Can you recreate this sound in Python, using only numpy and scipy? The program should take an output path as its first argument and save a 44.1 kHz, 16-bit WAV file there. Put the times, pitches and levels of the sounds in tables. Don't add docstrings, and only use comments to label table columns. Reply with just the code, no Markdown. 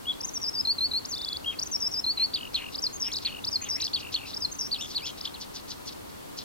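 import sys
import numpy as np
from scipy import signal
from scipy.fft import rfft, irfft, next_fast_len
from scipy.io import wavfile
from scipy.ndimage import uniform_filter1d, minimum_filter1d, map_coordinates

SR = 44100
rng = np.random.default_rng(int(sys.argv[2]) if len(sys.argv) > 2 else 0)


def materialize(psi):
    bounded = np.clip(np.atleast_2d(psi).T, -1, 1)
    quanta = np.round(bounded * 32767).astype(np.int16)
    wavfile.write(sys.argv[1], SR, quanta)


N = 284004

# (frequency [Hz], gain [dB])
THROAT_RESPONSE = [(1500, -32), (2400, -17), (3300, -8), (4100, 0), (5000, -2), (6000, -7), (7000, -22),
                   (15000, -50)]
# (start [s], length [s], pitch [Hz], nominal level [dB], crescendo [dB])
CHIRP_SYLLABLES = [(2.335, 0.025, 4460, -28.0, -1), (2.543, 0.02, 4156, -27, 0),
                   (3.249, 0.022, 4220, -28.5, 1), (3.932, 0.03, 4390, -28, -1),
                   (4.141, 0.021, 4280, -27.5, -12), (4.711, 0.0365, 4430, -30, 7),
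                   (4.9463, 0.036, 4350, -31, 8), (5.341, 0.014, 4090, -42, 2)]


def amp(db):
    return 10 ** (np.asarray(db) / 20)


def unit(x):
    return x / np.sqrt(np.mean(x ** 2) + 1e-20)


def along(points, hz):
    point_hz, values = np.transpose(points)
    return np.interp(np.log(hz + 1), np.log(point_hz + 1), values)


def filtered(x, response):
    n = x.shape[-1]
    fft_n = next_fast_len(n + 8192)
    spectrum = rfft(x, fft_n) * response(np.fft.rfftfreq(fft_n, 1 / SR))
    return irfft(spectrum, fft_n)[..., :n]


def noise(response, n=N):
    return unit(filtered(rng.standard_normal(n), response))


def wobble(rate_hz, n):
    knots = rng.standard_normal(int(n * rate_hz / SR) + 4)
    return map_coordinates(knots, [np.arange(n) * rate_hz / SR])


def progress(length_s):
    return np.linspace(0, 1, max(int(length_s * SR), 32))


def through(values, u):
    order = len(values) - 1
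    return np.polyval(np.polyfit(np.linspace(0, 1, len(values)), values, order), u)


def add(track, start_s, sound):
    start = max(round(start_s * SR), 0)
    part = track[start:start + len(sound)]
    part += sound[:len(part)]


def background(mid_db=-49.0, side_db=-43.5, hum_db=-62):
    # (frequency [Hz], relative density [dB])
    mid_spectrum = [(21, -8), (35, 1.5), (286, -1), (420, -4.5), (667, -8.5), (930, -3.5), (1230, -6),
                    (1720, -12), (3620, -13), (4440, -10.5), (5050, -14), (6520, -15.5), (14800, -17.5),
                    (16000, -21.5)]
    side_spectrum = [(21, -46), (35, -17), (195, -2), (279, -0.5), (907, -9.5), (2340, -20), (3710, -20.5),
                     (4330, -21), (4800, -24), (8010, -26.5), (13700, -26.5), (16000, -29)]
    # (time [s], level [dB])
    drone_levels = [(3.0, -59), (3.8, -54), (5.0, -61.5), (6.44, -69)]

    def shaped(points):
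        return noise(lambda f: amp(along(points, f)))

    def band(centre_hz, half_width_hz):
        return noise(lambda f: 1 / (1 + ((f - centre_hz) / half_width_hz) ** 2))

    def lean(f):
        return amp(np.array([[1], [-1]]) * along([(150, -0.97), (900, 2.0), (3000, 0.13)], f))

    mid = amp(mid_db + 0.053 * wobble(3.06, N)) * shaped(mid_spectrum)
    side = amp(side_db) * shaped(side_spectrum)
    murmur = filtered(np.array([mid + side, mid - side]), lean)
    drone_db = np.interp(np.arange(N) / SR, *np.transpose(drone_levels))
    drone = amp(drone_db) * band(85.0, 11.4)
    return murmur + drone + amp(hum_db) * band(284, 26)


def field(song, t60_s=.26, scatter_db=-19, echo_s=.035, echo_db=-26):
    t = np.arange(SR // 2) / SR
    tail = rng.standard_normal((2, len(t))) * amp(-60 * t / t60_s) * (1 - np.exp(-t / 0.016))
    tail *= amp(scatter_db) / np.linalg.norm(tail[0])
    scattered = signal.fftconvolve(song[None], tail, axes=1)[:, :N]
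    echo = filtered(song, lambda f: amp(echo_db) * np.exp(-2j * np.pi * f * echo_s))
    return scattered + echo


def hisses():
    # (middle [s], length [s], peak level [dB])
    hiss_rows = [(2.733, 0.037, -42.5), (3.23, 0.032, -40), (4.005, 0.035, -39), (4.13, 0.027, -36),
                 (4.293, 0.086, -39.5), (5.186, 0.036, -43), (5.686, 0.023, -47), (5.928, 0.024, -44.5),
                 (6.10, 0.024, -52)]
    out = np.zeros(N)
    for middle_s, length_s, db in hiss_rows:
        u = progress(length_s)
        air = noise(lambda f: amp(along(THROAT_RESPONSE, f)), len(u))
        add(out, middle_s - length_s / 2, amp(db) * np.sin(np.pi * u) * air)
    return out


def syrinx(hz, db, octave_db, edge_s=.0018, jitter=.004, shimmer_db=.6, unrest_hz=600):
    n = len(hz)
    phase = 2 * np.pi * np.cumsum(hz * (1 + jitter * wobble(unrest_hz, n))) / SR
    t = np.arange(n) / SR
    gate = np.sin(np.pi / 2 * np.clip(np.minimum(t, t[-1] - t) / edge_s, 0, 1)) ** 2
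    haste = np.tanh(abs(np.gradient(hz)) * SR / 120000)
    strength = amp(db + (shimmer_db + 2 * haste) * wobble(unrest_hz, n))
    tone = np.sin(phase) + amp(octave_db) * np.sin(2 * phase)
    return np.sqrt(2) * gate * strength * tone


def hoarse():
    # (start [s], end [s], first pitch [Hz], last pitch [Hz], nominal level [dB])
    hoarse_rows = [(0.118, 0.145, 3900, 3560, -45), (1.505, 1.55, 3300, 2420, -42),
                   (2.167, 2.253, 2760, 2530, -46), (2.563, 2.599, 3400, 2630, -37.5),
                   (2.59, 2.648, 2700, 2240, -43), (3.033, 3.119, 3430, 2290, -43),
                   (3.247, 3.292, 2900, 2400, -40), (3.606, 3.687, 2045, 3820, -44),
                   (3.652, 3.701, 3800, 1875, -45.5), (3.752, 3.857, 1900, 3290, -45.5)]
    out = np.zeros(N)
    for start_s, end_s, first_hz, last_hz, db in hoarse_rows:
        u = progress(end_s - start_s)
        hz = first_hz + (last_hz - first_hz) * u
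        slide = unit(syrinx(hz, 0, -20, jitter=.125, shimmer_db=3.5, unrest_hz=1300))
        add(out, start_s, amp(db) * slide * np.sqrt(abs(np.sin(np.pi * u))))
    return out


def rasps(throat_lift_oct=0.068, throat_sag_oct=0.23):
    # (crest [s], rise [s], fall [s], crest width [s], pitch at crest [Hz], nominal level [dB])
    rasp_rows = [(4.916, 0.053, 0.044, 0.016, 1183, -37), (5.069, 0.016, 0.048, 0.0055, 887, -35.5),
                 (5.255, 0.042, 0.052, 0.0036, 803, -38), (5.421, 0.023, 0.03, .005, 1205, -35),
                 (5.563, 0.029, 0.045, 0.0061, 1203, -36), (5.714, .035, 0.031, .005, 1218, -35.5),
                 (5.884, 0.033, 0.032, 0.0063, 1200, -36), (6.390, 0.024, 0.046, 0.0064, 1110, -35.5)]

    def throat(f, moment):
        shift_oct = throat_sag_oct * moment - throat_lift_oct
        return amp(along(THROAT_RESPONSE, abs(f) * 2 ** shift_oct))

    out = np.zeros(N)
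    for crest_s, rise_s, fall_s, width_s, top_hz, db in rasp_rows:
        t = progress(rise_s + fall_s) * (rise_s + fall_s) - rise_s
        n = len(t)
        u = np.where(t < 0, t / rise_s, t / fall_s)
        late = np.maximum(u, 0)
        arch = .8 + .2 * np.exp(-abs(t / width_s) ** 1.6) - .12 * abs(u) - .2 * late
        hz = top_hz * arch * (1 + (.012 + .16 * late ** 2) * wobble(700, n))
        phase = 2 * np.pi * np.cumsum(hz) / SR
        stack = np.zeros(n)
        for k in range(3, 9):
            overtone = np.sin(k * phase + rng.uniform(0, 2 * np.pi))
            stack += throat(k * hz, np.tanh(2 * u)) * overtone
        air = .2 * noise(lambda f: throat(f, 0), n)
        air += .7 * late * noise(lambda f: throat(f, 1), n)
        effort_db = 2 - 8 * np.tanh((t / .013) ** 2) - 8 * abs(u) + 2.6 * wobble(700, n)
        envelope = amp(db + effort_db) * signal.windows.tukey(n, .2)
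        add(out, crest_s - rise_s, envelope * (unit(stack) + air))
    return out


def reeds():
    # (start [s], end [s], first pitch [Hz], last pitch [Hz], fundamental at end [dB], octave at end [dB])
    reed_rows = [(2.532, 2.543, 2070, 2750, -56, -43), (4.784, 4.818, 2480, 2910, -43, -37.5),
                 (5.018, 5.056, 2230, 2790, -40.5, -38.5)]
    out = np.zeros(N)
    for start_s, end_s, first_hz, last_hz, db, octave_db in reed_rows:
        u = progress(end_s - start_s)
        hz = first_hz + (last_hz - first_hz) * u
        add(out, start_s, syrinx(hz, db + 6 * (u - 1), octave_db - db))
    return out


def add_chip(track, peak_s, hz, db, octave_db, length_s=.012):
    u = progress(length_s) - .62
    pitch_hz = hz * (1 + .15 * u - .7 * u ** 2)
    level_db = db + 1 - 42 * u ** 2
    chip = syrinx(pitch_hz, level_db, octave_db=octave_db - 28 * u, jitter=.025, shimmer_db=1.5)
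    add(track, peak_s - .62 * length_s, chip)


def stutters(spacing_s=.0115, sag_hz=65, fade_db=-1.5, count=5):
    # (first chip peak [s], first pitch [Hz], nominal level [dB])
    stutter_rows = [(4.815, 3640, -32.5), (5.059, 3480, -35)]
    # (peak [s], pitch [Hz], nominal level [dB])
    lone_chips = [(3.882, 3580, -37), (5.258, 3630, -31), (5.278, 3360, -34.5)]
    out = np.zeros(N)
    for first_s, hz, db in stutter_rows:
        for k in range(count):
            add_chip(out, first_s + k * spacing_s, hz - k * sag_hz, db + k * fade_db, octave_db=-9)
    for peak_s, hz, db in lone_chips:
        add_chip(out, peak_s, hz, db, octave_db=-26)
    return out


def rattles(pip_s=0.0086, sag_hz=20, taper_db=-0.9, lead_s=0.0078, lead_ratio=.9, lead_db=-8, count=5):
    # (middle of first pip [s], pip spacing [s], mean pitch [Hz], nominal level [dB])
    rattle_rows = [(2.392, 0.021, 2880, -37), (2.601, 0.022, 2790, -36), (3.307, 0.021, 2830, -37.5),
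                   (4.012, 0.02, 2720, -38.5), (4.198, .02, 2680, -40)]
    out = np.zeros(N)
    u = progress(pip_s) - .5
    for first_s, spacing_s, hz, db in rattle_rows:
        for k in range(count):
            place = k - (count - 1) / 2
            start_s = first_s + k * spacing_s - pip_s / 2
            bend = 1 + rng.normal(0, .012) - .13 * u + .25 * u ** 2
            pitch_hz = (hz - sag_hz * place) * bend
            level_db = db + 2 + taper_db * place ** 2 - 36 * u ** 2
            add(out, start_s, syrinx(pitch_hz, level_db, octave_db=-28))
            lead = syrinx(pitch_hz * lead_ratio, level_db + lead_db, octave_db=-30)
            add(out, start_s - lead_s, lead)
    return out


def tumbles(delay_s=0.0047, spacing_s=.0112, first_ratio=.84, step_ratio=.9, drop_db=-3, fade_db=-5, count=3):
    out = np.zeros(N)
    for start_s, length_s, hz, db, _ in CHIRP_SYLLABLES:
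        for k in range(count):
            peak_s = start_s + length_s + delay_s + k * spacing_s
            chip_hz = hz * first_ratio * step_ratio ** k
            add_chip(out, peak_s, chip_hz, db + drop_db + k * fade_db, octave_db=-27.5)
    return out


def trill(low_db=-37.0, flick_s=0.015, flick_rise=0.57):
    # (start [s], end [s], low pitch [Hz], nominal flick level [dB])
    trill_rows = [(1.156, 1.186, 3590, -30), (1.188, 1.223, 3550, -29), (1.223, 1.254, 3610, -26),
                  (1.256, 1.294, 3425, -23), (1.296, 1.337, 3420, -26.5), (1.338, 1.375, 3383, -27.5)]
    out = np.zeros(N)
    for start_s, end_s, hz, flick_db in trill_rows:
        length_s = end_s - start_s
        u = progress(length_s)
        flick = np.clip(1 - (1 - u) * length_s / flick_s, 0, 1) ** 1.56
        db = low_db + (flick_db - low_db) * np.sin(np.pi * flick) ** 3 - 4 * flick ** 2
        add(out, start_s, syrinx(hz * (1 + flick_rise * flick), db, octave_db=-21))
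    return out


def octave_tilt(hz):
    return along(THROAT_RESPONSE, 2 * hz) - along(THROAT_RESPONSE, hz)


def syllables(rows, notes, edge_s, octave_db, jitter, shimmer_db):
    out = np.zeros(N)
    for start_s, length_s, hz, db, crescendo_db in rows:
        for begin, end, *shape in notes:
            u = progress((end - begin) * length_s)
            pitch_hz = hz * 2 ** (through(shape[:4], u) / 12)
            swell_db = crescendo_db * (begin + (end - begin) * u - .5)
            level_db = db + through(shape[4:], u) + swell_db
            octave = octave_db + octave_tilt(pitch_hz)
            note = syrinx(pitch_hz, level_db, octave, edge_s, jitter, shimmer_db)
            add(out, start_s + begin * length_s, note)
    return out


def glides(rows, swell_db, bend, edge_s, jitter):
    out = np.zeros(N)
    for start_s, length_s, first_hz, last_hz, db in rows:
        u = progress(length_s)
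        height = u if last_hz > first_hz else 1 - u
        hz = min(first_hz, last_hz) + abs(last_hz - first_hz) * height ** bend
        glide = syrinx(hz, db + through(swell_db, u), -12 + octave_tilt(hz), edge_s, jitter)
        add(out, start_s, glide)
    return out


def buzzed(tone, buzz_hz=370, buzz_depth=.8):
    # (start [s], end [s])
    buzz_span = (4.602, 5.1)
    t = np.arange(N) / SR
    chop = np.cos(2 * np.pi * np.cumsum(buzz_hz * (1 + .12 * wobble(400, N))) / SR)
    active = (t > buzz_span[0]) & (t < buzz_span[1])
    depth = uniform_filter1d(buzz_depth * active, size=130)
    return tone * (1 + depth * chop) / np.sqrt(1 + depth ** 2 / 2)


def warble():
    # (start [s], length [s], pitch [Hz], nominal level [dB], crescendo [dB])
    whistle_rows = [(0.649, 0.085, 4215, -24.5, -1), (0.7815, 0.095, 4165, -25.5, -1.5),
                    (0.912, 0.085, 4120, -27.5, -3.0), (2.0395, 0.093, 4190.0, -26, -5),
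                    (2.1725, 0.091, 4140, -24.5, 1.5)]
    low_whistle_rows = [(0.053, 0.07, 3267, -28.5, 4.5), (1.443, 0.074, 3150, -29.5, -6)]
    scoop_rows = [(.4135, .085, 5100, -32, 4), (.528, 0.086, 4896, -31, 11), (1.8, 0.081, 5190, -29.5, 6),
                  (1.913, 0.091, 5100, -31.5, 6), (2.9975, .087, 5250, -31.5, -1.5),
                  (3.686, 0.084, 5175, -30, -3), (4.585, 0.091, 5300, -34, -10.5)]
    cascade_rows = [(2.819, 0.062, 4830, -30, -12.0), (3.508, 0.065, 4894, -32.0, 4),
                    (4.4005, 0.0635, 4830, -32.5, 2)]
    zigzag_rows = [(3.116, 0.073, 4800, -32, -0.5), (3.8, 0.071, 5000, -30.5, -3)]
    # (from [share of length], to [share of length], 4 pitches [semitones], 4 levels [dB])
    whistle_notes = [(0.0, 0.194, 0.43, -0.12, -0.6, -1.2, -7.0, -1.1, -4.5, -14),
                     (0.26, 0.997, 0.32, 0.06, 1.14, 1, 2, 0.99, 3, -11)]
    low_whistle_notes = [(0.0, 0.177, 0.44, -2, -1.8, -1.5, -20.0, -7.5, -12, -18.0),
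                         (0.195, 0.998, 0.1, 0.5, 0.71, -0.56, -5.5, 1, 2.5, -9.5)]
    scoop_notes = [(0.0, 0.25, 4.2, 1.86, 1.27, 4.3, -3, -2.5, -0.5, -1.0),
                   (0.252, 1.016, 2.35, -0.82, 0.36, 0.75, 11, -0.5, 2, -0.33)]
    cascade_notes = [(0, 0.29, 4, 4, 2.5, 3, -16, -7, -2.5, -7),
                     (0.315, .735, 2.5, 0, 0, 1, 10, 2.5, 2, -4),
                     (0.74, 1.04, -0.8, -2.5, -2.5, -3.5, 6, 10.5, -1, -9)]
    zigzag_notes = [(0.0, 0.238, -8.5, -3.5, 0.5, 4.3, -14, -3, -1.6, 2),
                    (0.244, 0.645, 6, -3.5, -3.5, 2.5, 4.5, -0.5, -0.41, 7),
                    (0.679, 1.0, 6, -2.4, 0.9, -7.5, 1, 2.5, -2.0, 5.5)]
    chirp_notes = [(0.0, 0.423, -6.5, -0.5, 0.48, 0.46, -7, 0, 3.3, -2.0),
                   (0.41, 0.988, 1.1, 0.23, -1.07, -1, 0, 6.5, 0.18, 8)]
    # (start [s], length [s], first pitch [Hz], last pitch [Hz], nominal level [dB])
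    sweep_rows = [(.204, 0.013, 4470, 6200, -32.5), (.229, .03, 5100, 6660, -32.5),
                  (1.047, 0.014, 3730, 6700, -35), (1.139, 0.016, 4090, 5200, -33),
                  (1.587, .015, 4030, 6230, -29.5), (1.614, 0.024, 4450, 6400, -31),
                  (2.744, 0.019, 3420, 5800, -33.5), (2.778, .018, 4370, 5600, -34.5),
                  (3.439, 0.016, 3260, 6080, -30.5), (3.467, 0.025, 4200, 5700, -29),
                  (4.331, 0.021, 3320, 6000, -35.5), (4.362, 0.017, 4550, 5800, -32.5),
                  (5.207, 0.0084, 3250, 5900, -33.5)]
    slide_rows = [(.27, 0.027, 7000, 5880, -39), (.335, 0.045, 6660, 5510, -33),
                  (1.084, 0.017, 6850, 6600, -40.5), (1.104, 0.022, 6600, 5600, -34.5),
                  (1.124, 0.019, 5400, 4130, -33), (1.657, 0.02, 6800, 5970, -38.5),
                  (1.7135, 0.052, 6450, 5400, -28.5), (2.927, 0.022, 6700, 6400, -40),
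                  (2.947, 0.023, 6700, 6380, -39), (3.615, 0.013, 6600, 6400, -34.5),
                  (3.63, 0.02, 6750, 6430, -37), (4.514, .017, 6650, 6250, -37),
                  (4.54, 0.018, 6620, 6070, -43.5)]
    sweep_swell_db = [-3, -0.5, 3, 0]
    slide_swell_db = [-6, -1.5, 2.5, 5]

    whistles = syllables(whistle_rows, whistle_notes,
                         edge_s=0.0016, octave_db=-18, jitter=0.0025, shimmer_db=0.5)
    low_whistles = syllables(low_whistle_rows, low_whistle_notes,
                             edge_s=0.0036, octave_db=-33, jitter=.003, shimmer_db=1.4)
    scoops = syllables(scoop_rows, scoop_notes,
                       edge_s=0.0037, octave_db=0, jitter=0.002, shimmer_db=1.75)
    cascades = syllables(cascade_rows, cascade_notes,
                         edge_s=0.0011, octave_db=-6, jitter=.004, shimmer_db=0.7)
    zigzags = syllables(zigzag_rows, zigzag_notes,
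                        edge_s=0.0012, octave_db=8.0, jitter=0.017, shimmer_db=1.1)
    chirps = syllables(CHIRP_SYLLABLES, chirp_notes,
                       edge_s=0.00073, octave_db=0, jitter=0.014, shimmer_db=0.9)
    sweeps = glides(sweep_rows, sweep_swell_db, bend=1.224, edge_s=0.0016, jitter=0.0059)
    slides = glides(slide_rows, slide_swell_db, bend=1.7, edge_s=0.001, jitter=0.0037)
    return whistles + low_whistles + buzzed(scoops) + cascades + zigzags + chirps + sweeps + slides


def scene():
    # (frequency [Hz], left minus right [dB])
    bird_pan = [(3200, 3), (4300, 1), (5100, 3), (6500, 2.5)]
    lead_s = 52e-6
    ports = np.array([[1], [-1]])

    def to_ports(f):
        level = amp(ports * along(bird_pan, f) / 2 - 0.8)
        return level * np.exp(1j * np.pi * f * lead_s * ports)

    song = hisses() + hoarse() + rasps() + reeds() + stutters() + rattles() + tumbles() + trill() + warble()
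    return background() + field(song) + filtered(song, to_ports)


def record(dry, ceiling=.17, top_hz=15950):
    needed = ceiling / np.maximum(abs(dry).max(axis=0), ceiling)
    gain = uniform_filter1d(minimum_filter1d(needed, size=180), size=180)
    return filtered(dry * gain, lambda f: f < top_hz)


dry = scene()
out = record(dry)
materialize(out)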